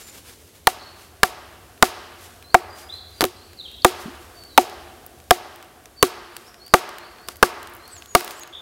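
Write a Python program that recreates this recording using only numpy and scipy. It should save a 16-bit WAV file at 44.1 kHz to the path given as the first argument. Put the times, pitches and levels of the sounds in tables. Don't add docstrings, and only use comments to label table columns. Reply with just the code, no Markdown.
import sys
import numpy as np
from scipy import signal
from scipy.fft import rfft, irfft
from scipy.io import wavfile
from scipy.ndimage import uniform_filter1d

SR = 44100
rng = np.random.default_rng(int(sys.argv[2]) if len(sys.argv) > 2 else 0)


def gain_from_db(level_db):
    decades = np.asarray(level_db, float) / 20
    return 10 ** decades


def generate_wav(sig):
    pcm = np.round(np.clip(np.atleast_2d(sig).T, -1, 1) * 32767).astype(np.int16)
    wavfile.write(sys.argv[1], SR, pcm)


N = 379701

# [f/Hz, level/dB per Hz]
WIND_COLOUR = [(20, -25.5), (60, 7.5), (170, -3.5), (400, 0), (800, -10.5), (1500, -16), (3000, -14.5),
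               (7000, -17), (12000, -16.5), (16000, -22.5)]
# [f/Hz, level/dB per Hz]
ENGINE_COLOUR = [(35, -13.5), (55, -10.5), (75, 5.5), (95, 5), (130, -40.5)]
# [t/s, level/dB]
ENGINE_LEVEL = [(0.0, -61), (2.18, -59), (2.54, -61), (2.9, -54.5), (5.2, -55.5), (5.35, -57.5),
                (7.17, -86.5), (7.29, -61), (7.63, -65), (8.01, -60), (8.34, -83), (8.61, -60)]
# [f/Hz, level/dB per Hz]
CLOTH_COLOUR = [(80, -4), (300, 5.5), (1000, 4), (3000, 4), (6000, 2.5), (12000, 0.5), (15500, -5.5)]
# [middle t/s, half length/s, level/dB]
RUSTLES = [(0, .1, -48), (0.147, 0.054, -48.5), (0.287, 0.06, -52.5), (0.42, 0.17, -57.5),
           (.568, .024, -62), (1.016, 0.06, -52.5), (2.28, 0.13, -52), (2.803, 0.052, -49),
           (2.94, .055, -56.5), (3.156, 0.055, -56), (4.027, .079, -50), (4.265, 0.15, -57),
           (6.416, 0.087, -56), (7.31, 0.024, -49), (7.925, 0.15, -58.5), (8.27, 0.12, -46.5)]
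# [t/s, peak level/dB, brightness/dB]
LEAF_TICKS = [(1.777, -40.5, -8), (2.4254, -36.5, -4), (3.252, -15, 1.5), (3.532, -37, -4.5),
              (3.715, -37, 5), (4.437, -35.5, 1), (4.6972, -32, -2), (5.064, -27, 14), (5.201, -37.5, -3.5),
              (5.5593, -35, 2), (5.627, -35.5, -2), (5.857, -32, -2.5), (6.3664, -22.5, 0.5),
              (6.543, -36, -5), (6.6644, -35, 3), (6.6797, -35, 1), (6.8914, -29.5, -3), (6.984, -29.5, -1),
              (7.185, -36.5, -10), (7.358, -34, 1.5), (7.629, -29.5, -1), (7.6725, -32.5, -1),
              (7.878, -33, 6), (7.966, -35, -4), (8.0227, -32.5, -6), (8.0586, -34.5, 0), (8.3953, -31, 9),
              (8.434, -28.5, -1), (8.4751, -34, -2)]
# [t/s, peak level/dB, brightness/dB]
CHIP_SKIPS = [
    (8.205, -25, 8.5),
    (8.2085, -21, -4),
    (8.246, -23, 5),
    (8.278, -25.5, -3),
    (8.3082, -24.5, 0),
]
# [t/s, peak level/dB, brightness/dB]
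KNEE_CRACKLE = [
    (7.215, -46, 14),
    (7.277, -37, 6),
    (7.368, -33, 8),
    (7.697, -38, 16),
    (7.737, -36, 16),
    (7.75, -36, 16),
    (7.766, -37, 11),
    (7.855, -45, -3),
]
# [t/s, length/s, start f/Hz, end f/Hz, level/dB]
CREAKS = [
    (4.048, 0.064, 180, 300, -42.5),
    (4.071, 0.032, 358, 386, -39.5),
]
# [t/s, start f/Hz, level/dB]
RISING_NOTES = [
    (2.428, 4060, -52.5),
    (2.882, 3890, -49.5),
    (3.345, 4060, -57),
    (6.24, 4330, -63),
    (6.588, 4280, -52),
    (6.971, 4150, -56.5),
    (7.175, 4310, -56.5),
    (7.79, 4090, -54.5),
]
# [t/s, length/s, start f/Hz, level/dB]
SAGGING_NOTES = [
    (0, .13, 7400, -51),
    (.77, .13, 4520, -53),
    (2.693, .07, 4880, -52),
    (3.13, .08, 4800, -52),
    (3.36, .14, 8300, -62),
    (4.337, .12, 4620, -51),
    (5.96, .07, 4580, -48),
    (8.078, .074, 6850, -46),
    (8.365, .042, 7800, -50),
]
# [t/s, length/s, start f/Hz, end f/Hz, level/dB]
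SLIDING_NOTES = [(2.82, .035, 4610, 5000, -52), (2.887, 0.023, 3180, 3670, -42),
                 (2.923, 0.023, 3815, 4130, -40), (3.572, .024, 4780, 3960, -43),
                 (3.596, 0.019, 4260, 3610, -38), (3.646, 0.022, 3730, 3110, -41),
                 (3.68, 0.0039, 3050, 2686, -46), (3.742, 0.0096, 3560, 3950, -44),
                 (3.779, 0.011, 4040, 3200, -42.5), (3.819, 0.0072, 5050, 4240, -41),
                 (4.476, .08, 4400, 3860, -54.5), (6.445, 0.058, 4580, 5690, -52.5),
                 (7.9, .02, 8250, 8450, -53), (8.07, 0.02, 6100, 6750, -53),
                 (8.343, .033, 6360, 7700, -50.5)]
# [t/s, level/dB]
TRILL_CHIRPS = [
    (8.526, -46),
    (8.535, -36),
    (8.549, -40.5),
    (8.564, -40),
    (8.58, -41.5),
    (8.594, -53),
]
# [t/s, length/s, start f/Hz, end f/Hz, level/dB]
DIVING_NOTES = [
    (7.908, 0.095, 8400, 6050, -45.5),
    (8.405, .033, 6800, 6400, -45),
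    (0.78, .05, 4350, 3850, -53),
]
# [f/Hz, level/dB, fall by 60 dB/s, build-up/s]
TRUNK_ECHO = [(180, -57, 0.16, 0.022), (363, -40.5, 1.84, 0.0059), (724, -36, 1.55, .04),
              (1630, -40, 1.93, 0.01), (2060, -43.5, 0.99, 0.027), (2940, -36, 1.41, 0.0027),
              (5130, -31.5, 0.99, .015), (10960, -38, 0.6, 0.021)]
# [t/s, log level/dB, wedge level/dB, wedge top level/dB, crack level/dB]
BLOWS = [(0.67, -28.5, -12, -8, -3.5), (1.231, -24, -10, -6, -3), (1.824, -16, -10, -3, 1.5),
         (2.543, -16, -6.5, -5.5, -9.5), (3.207, -33, -27.5, -17.5, -11.5), (3.216, -31, -28, -20, -16),
         (3.223, -21.5, -24, -28, -24), (3.239, -17, -23.5, -22, -11), (3.846, -9, -7.5, -2, 1),
         (4.576, -9.5, -4, -5, -0.5), (5.307, -18, -6.5, -5.5, -2.5), (6.026, -11, -19, -3.5, -1),
         (6.737, -14, -7, -0.5, 0.5), (7.285, -53, -42, -33, -23), (7.4265, -14.5, -16, -0.5, -2),
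         (8.149, -15, -9, -3, -0.5)]
# [f/Hz, level/dB, fall by 60 dB/s]
PRESSED_WOOD = [
    [(280.4, -12.5, 0.024), (367, -7, 0.032), (548, -9.5, 0.025)],
    [(703.6, -5, 0.022), (877, -0.5, 0.013)],
    [(1225, 5.5, 0.0053), (1627, 3.5, 0.0066), (2268, 2.5, 0.0037)],
]
# [f/Hz, level/dB, fall by 60 dB/s]
FREE_WOOD = [
    [(361, -6, .14), (395, -15, .07), (255, -14, .07)],
    [(742, -6, .07), (690, -12, .05), (890, -14, .035)],
    [(1150, -12, .04), (1400, -16, .03)],
]
# [f/Hz, level/dB per Hz]
CRACK_COLOUR = [(700, 17), (1500, -26), (2500, 10), (4000, 10.5), (7000, 2.5), (11000, 4.5), (15000, -1)]


def level(x, db):
    return x * gain_from_db(db) / np.sqrt(np.mean(x ** 2))


def colour(x, table):
    table_hz, db = np.transpose(table)
    hz = np.fft.rfftfreq(len(x), 1 / SR) + 1
    gain = gain_from_db(np.interp(np.log(hz), np.log(table_hz), db, left=-60))
    return irfft(rfft(x) * gain, len(x))


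def modes(x, table, detune):
    out = 0
    for k, (hz, db, t60) in enumerate(table):
        pole = np.exp(2j * np.pi * hz * detune / SR - np.log(1000) / (t60 * SR))
        ringing = signal.lfilter([1], [1, -pole], x).imag
        out = out + (-1) ** k * gain_from_db(db) * ringing
    return out


def walk(rate):
    hold = int(SR / rate)
    steps = np.repeat(rng.standard_normal(N // hold + 1), hold)
    return uniform_filter1d(steps, hold)[:N]


def along(curve):
    s, db = np.transpose(curve)
    return gain_from_db(np.interp(np.arange(N) / SR, s, db))


def add(out, s, x):
    i = int(s * SR)
    out[i:i + len(x)] += x[:len(out) - i]


def glide(length, hz, db):
    u = np.arange(int(length * SR)) / (length * SR)
    curve = np.polyfit(np.linspace(0, 1, len(hz)), hz, len(hz) - 1)
    phase = 2 * np.pi * np.cumsum(np.polyval(curve, u)) / SR
    fade = np.minimum(1, 5 * np.minimum(u, 1 - u))
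    return gain_from_db(db) * np.sin(phase) * fade * np.sqrt(2)


def air():
    gusts = gain_from_db(1.5 * walk(1.5))
    wind = level(colour(rng.standard_normal(N), WIND_COLOUR) * gusts, -51.5)
    waver = gain_from_db(2.5 * walk(2.1))
    drone = level(colour(rng.standard_normal(N), ENGINE_COLOUR) * waver, 1.5)
    return wind + drone * along(ENGINE_LEVEL)


def rustle():
    t = np.arange(N) / SR
    swells = sum(gain_from_db(db) * np.exp(-((t - s) / half) ** 2) for s, half, db in RUSTLES)
    grit = rng.standard_normal(N) * gain_from_db(1.54 * walk(300) + 3.0 * walk(30))
    return level(colour(grit, CLOTH_COLOUR), 3.9) * swells


def birds():
    rise_s, rise_middle, rise_end = .12, 1.05, 1.21
    sag_per_s = .4
    chirp_s, chirp_start_hz, chirp_end_hz = 0.012, 3130, 3700
    slide_halfway, dive_halfway = 3 / 4, .4
    far_dulling, flutter_db = .35, 4.5
    canopy_db, canopy_t60_s, canopy_top_hz = -36.5, 0.89, 4900

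    notes = [(s, rise_s, [hz, hz * rise_middle, hz * rise_end], db) for s, hz, db in RISING_NOTES]
    notes += [(s, length, [hz, hz * (1 - sag_per_s * length)], db) for s, length, hz, db in SAGGING_NOTES]
    trill = [(s, chirp_s, chirp_start_hz, chirp_end_hz, db) for s, db in TRILL_CHIRPS]
    for table, halfway in ((SLIDING_NOTES + trill, slide_halfway), (DIVING_NOTES, dive_halfway)):
        notes += [(s, length, [a, a + halfway * (b - a), b], db) for s, length, a, b, db in table]

    direct, sung = np.zeros(N), np.zeros(N)
    for s, length, hz, db in notes:
        add(direct, s, glide(length, hz, db + far_dulling * (db + 43.5)))
        add(sung, s, glide(length, hz, db))

    t = np.arange(SR) / SR
    lowpass = signal.butter(4, canopy_top_hz, fs=SR)
    leaves = level(signal.lfilter(*lowpass, rng.standard_normal(SR)), canopy_db)
    canopy = leaves * gain_from_db(-60 * t / canopy_t60_s) * np.minimum(t / 0.0076, 1)
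    return direct * gain_from_db(flutter_db * walk(120)) + signal.fftconvolve(sung, canopy)[:N]


def litter():
    tick_low_db, tick_top_db, tick_s = -6.5, -17, 0.0017
    stray_db = -51.5
    out, t = np.zeros(N), np.arange(1024) / SR
    stray = [(u * N / SR, stray_db + 6 * v, 12 * w - 8) for u, v, w in rng.random((20, 3))]
    ticks = LEAF_TICKS + CHIP_SKIPS + KNEE_CRACKLE + stray
    for (s, db, bright_db), hiss in zip(ticks, rng.standard_normal((len(ticks), len(t)))):
        low_db, high_db = tick_low_db - bright_db, tick_top_db + bright_db
        tone = [(400, low_db - 15), (2500, low_db - 4.5), (6500, -17.0), (12000, high_db), (16000, high_db)]
        add(out, s, level(colour(hiss, tone), db) * np.exp(-t / tick_s))
    for s, length, start_hz, end_hz, db in CREAKS:
        creak = glide(length, [start_hz, end_hz], db)
        add(out, s, creak * gain_from_db(8.4 * walk(125)[:len(creak)]))
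    return out


def forest(x):
    t, echo = np.arange(3 * SR // 2) / SR, 0
    for hz, db, t60, build in TRUNK_ECHO:
        shape = [(hz / 2, -60), (hz / 1.8, -12), (hz, 0), (hz * 1.8, -12), (hz * 2, -60)]
        band = level(colour(rng.standard_normal(len(t)), shape), db - 24)
        build_up = 1 - np.exp(-(t / build) ** 2)
        patches_db = 1.2 * walk(25)[:len(t)]
        echo = echo + band * build_up * gain_from_db(-60 * t / t60 + patches_db)
    return signal.fftconvolve(x, echo)[:N]


def woods():
    ring_db, ring_echo_db, crack_echo_db = 5, -6, -32.5
    tail_db, tail_t60_s = -22, 0.19
    knocks, cracks, near = np.zeros(N), np.zeros(N), np.zeros(N)
    t = np.arange(SR // 2) / SR
    click = 1. * (np.arange(len(t)) == 128)
    chance = rng.standard_normal((len(BLOWS), 2, len(t)))
    for (s, *tone_db, crack_db), (grit, size) in zip(BLOWS, chance):
        detune = 1 + np.tanh(size[0]) / 100
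        ring = sum(gain_from_db(g) * modes(click, part, detune) for g, part in zip(tone_db, FREE_WOOD))
        knock = sum(gain_from_db(g) * modes(click, part, 0.937) for g, part in zip(tone_db, PRESSED_WOOD))
        add(knocks, s, gain_from_db(ring_echo_db) * ring + knock)
        add(cracks, s, level(colour(click, CRACK_COLOUR), crack_db + crack_echo_db))
        grains = grit * gain_from_db(16 * uniform_filter1d(size, 64))
        tail = level(colour(grains, CLOTH_COLOUR), crack_db + tail_db)
        tail = tail * gain_from_db(-60 * t / tail_t60_s) * np.minimum(t / 0.018, 1)
        add(near, s + .003, gain_from_db(ring_db) * ring + tail)
    return forest(knocks) + forest(cracks) + near


def axe():
    mic_low_hz, chatter_hz = 213, 2400
    first_touch = 2.24
    contact_s, dull_lingers = 0.0069, .3
    knock_db = (14, 12.5, 2.5)
    crack_gain_db, thud_db, bite_s = 3, -15, 0.00091
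    out, t = np.zeros(N), np.arange(SR // 4) / SR
    chance = rng.standard_normal((len(BLOWS), 2, len(t)))
    smooth = signal.butter(2, [mic_low_hz, chatter_hz], "band", fs=SR)
    edge = np.minimum(t / .0002, 1)
    seat = 1 - np.exp(-t / 0.0034)
    shares = (seat, seat, 1.4 - seat)
    for (s, *tone_db, crack_db), (rough, hiss) in zip(BLOWS, chance):
        contact = contact_s * gain_from_db(dull_lingers * (tone_db[2] - crack_db))
        press = edge * np.exp(-(t / contact) ** 4)
        chatter = (rough + first_touch * np.exp(-t / 0.00032)) * press * np.exp(-t / 0.019)
        push = signal.lfilter(*smooth, chatter)
        push = push / np.sqrt(np.sum(push ** 2))
        detune = 1 + 0.021 * hiss[0]
        parts = zip(np.add(tone_db, knock_db), shares, PRESSED_WOOD)
        wood = sum(gain_from_db(g) * modes(push * share, part, detune) for g, share, part in parts)
        bite = edge * np.exp(-t / bite_s) + 0.37 * press * np.exp(-t / 0.0077)
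        crack = level(colour(hiss, CRACK_COLOUR), crack_db + crack_gain_db) * bite
        thud = gain_from_db(tone_db[2] + thud_db) * seat * press
        add(out, s + 0.00081, wood + thud + crack)
    return out


def scene():
    return (air() + rustle() + birds() + litter() + woods() + axe())[None]


def roll_off(x):
    return signal.sosfilt(signal.butter(12, 16460, fs=SR, output="sos"), x)


def record(dry):
    clipped = np.clip(dry, -1, 1)
    top_cut = signal.ellip(8, .2, 60, 15800, fs=SR, output="sos")
    return roll_off(signal.sosfilt(top_cut, clipped))


dry = scene()
out = record(dry)
generate_wav(out)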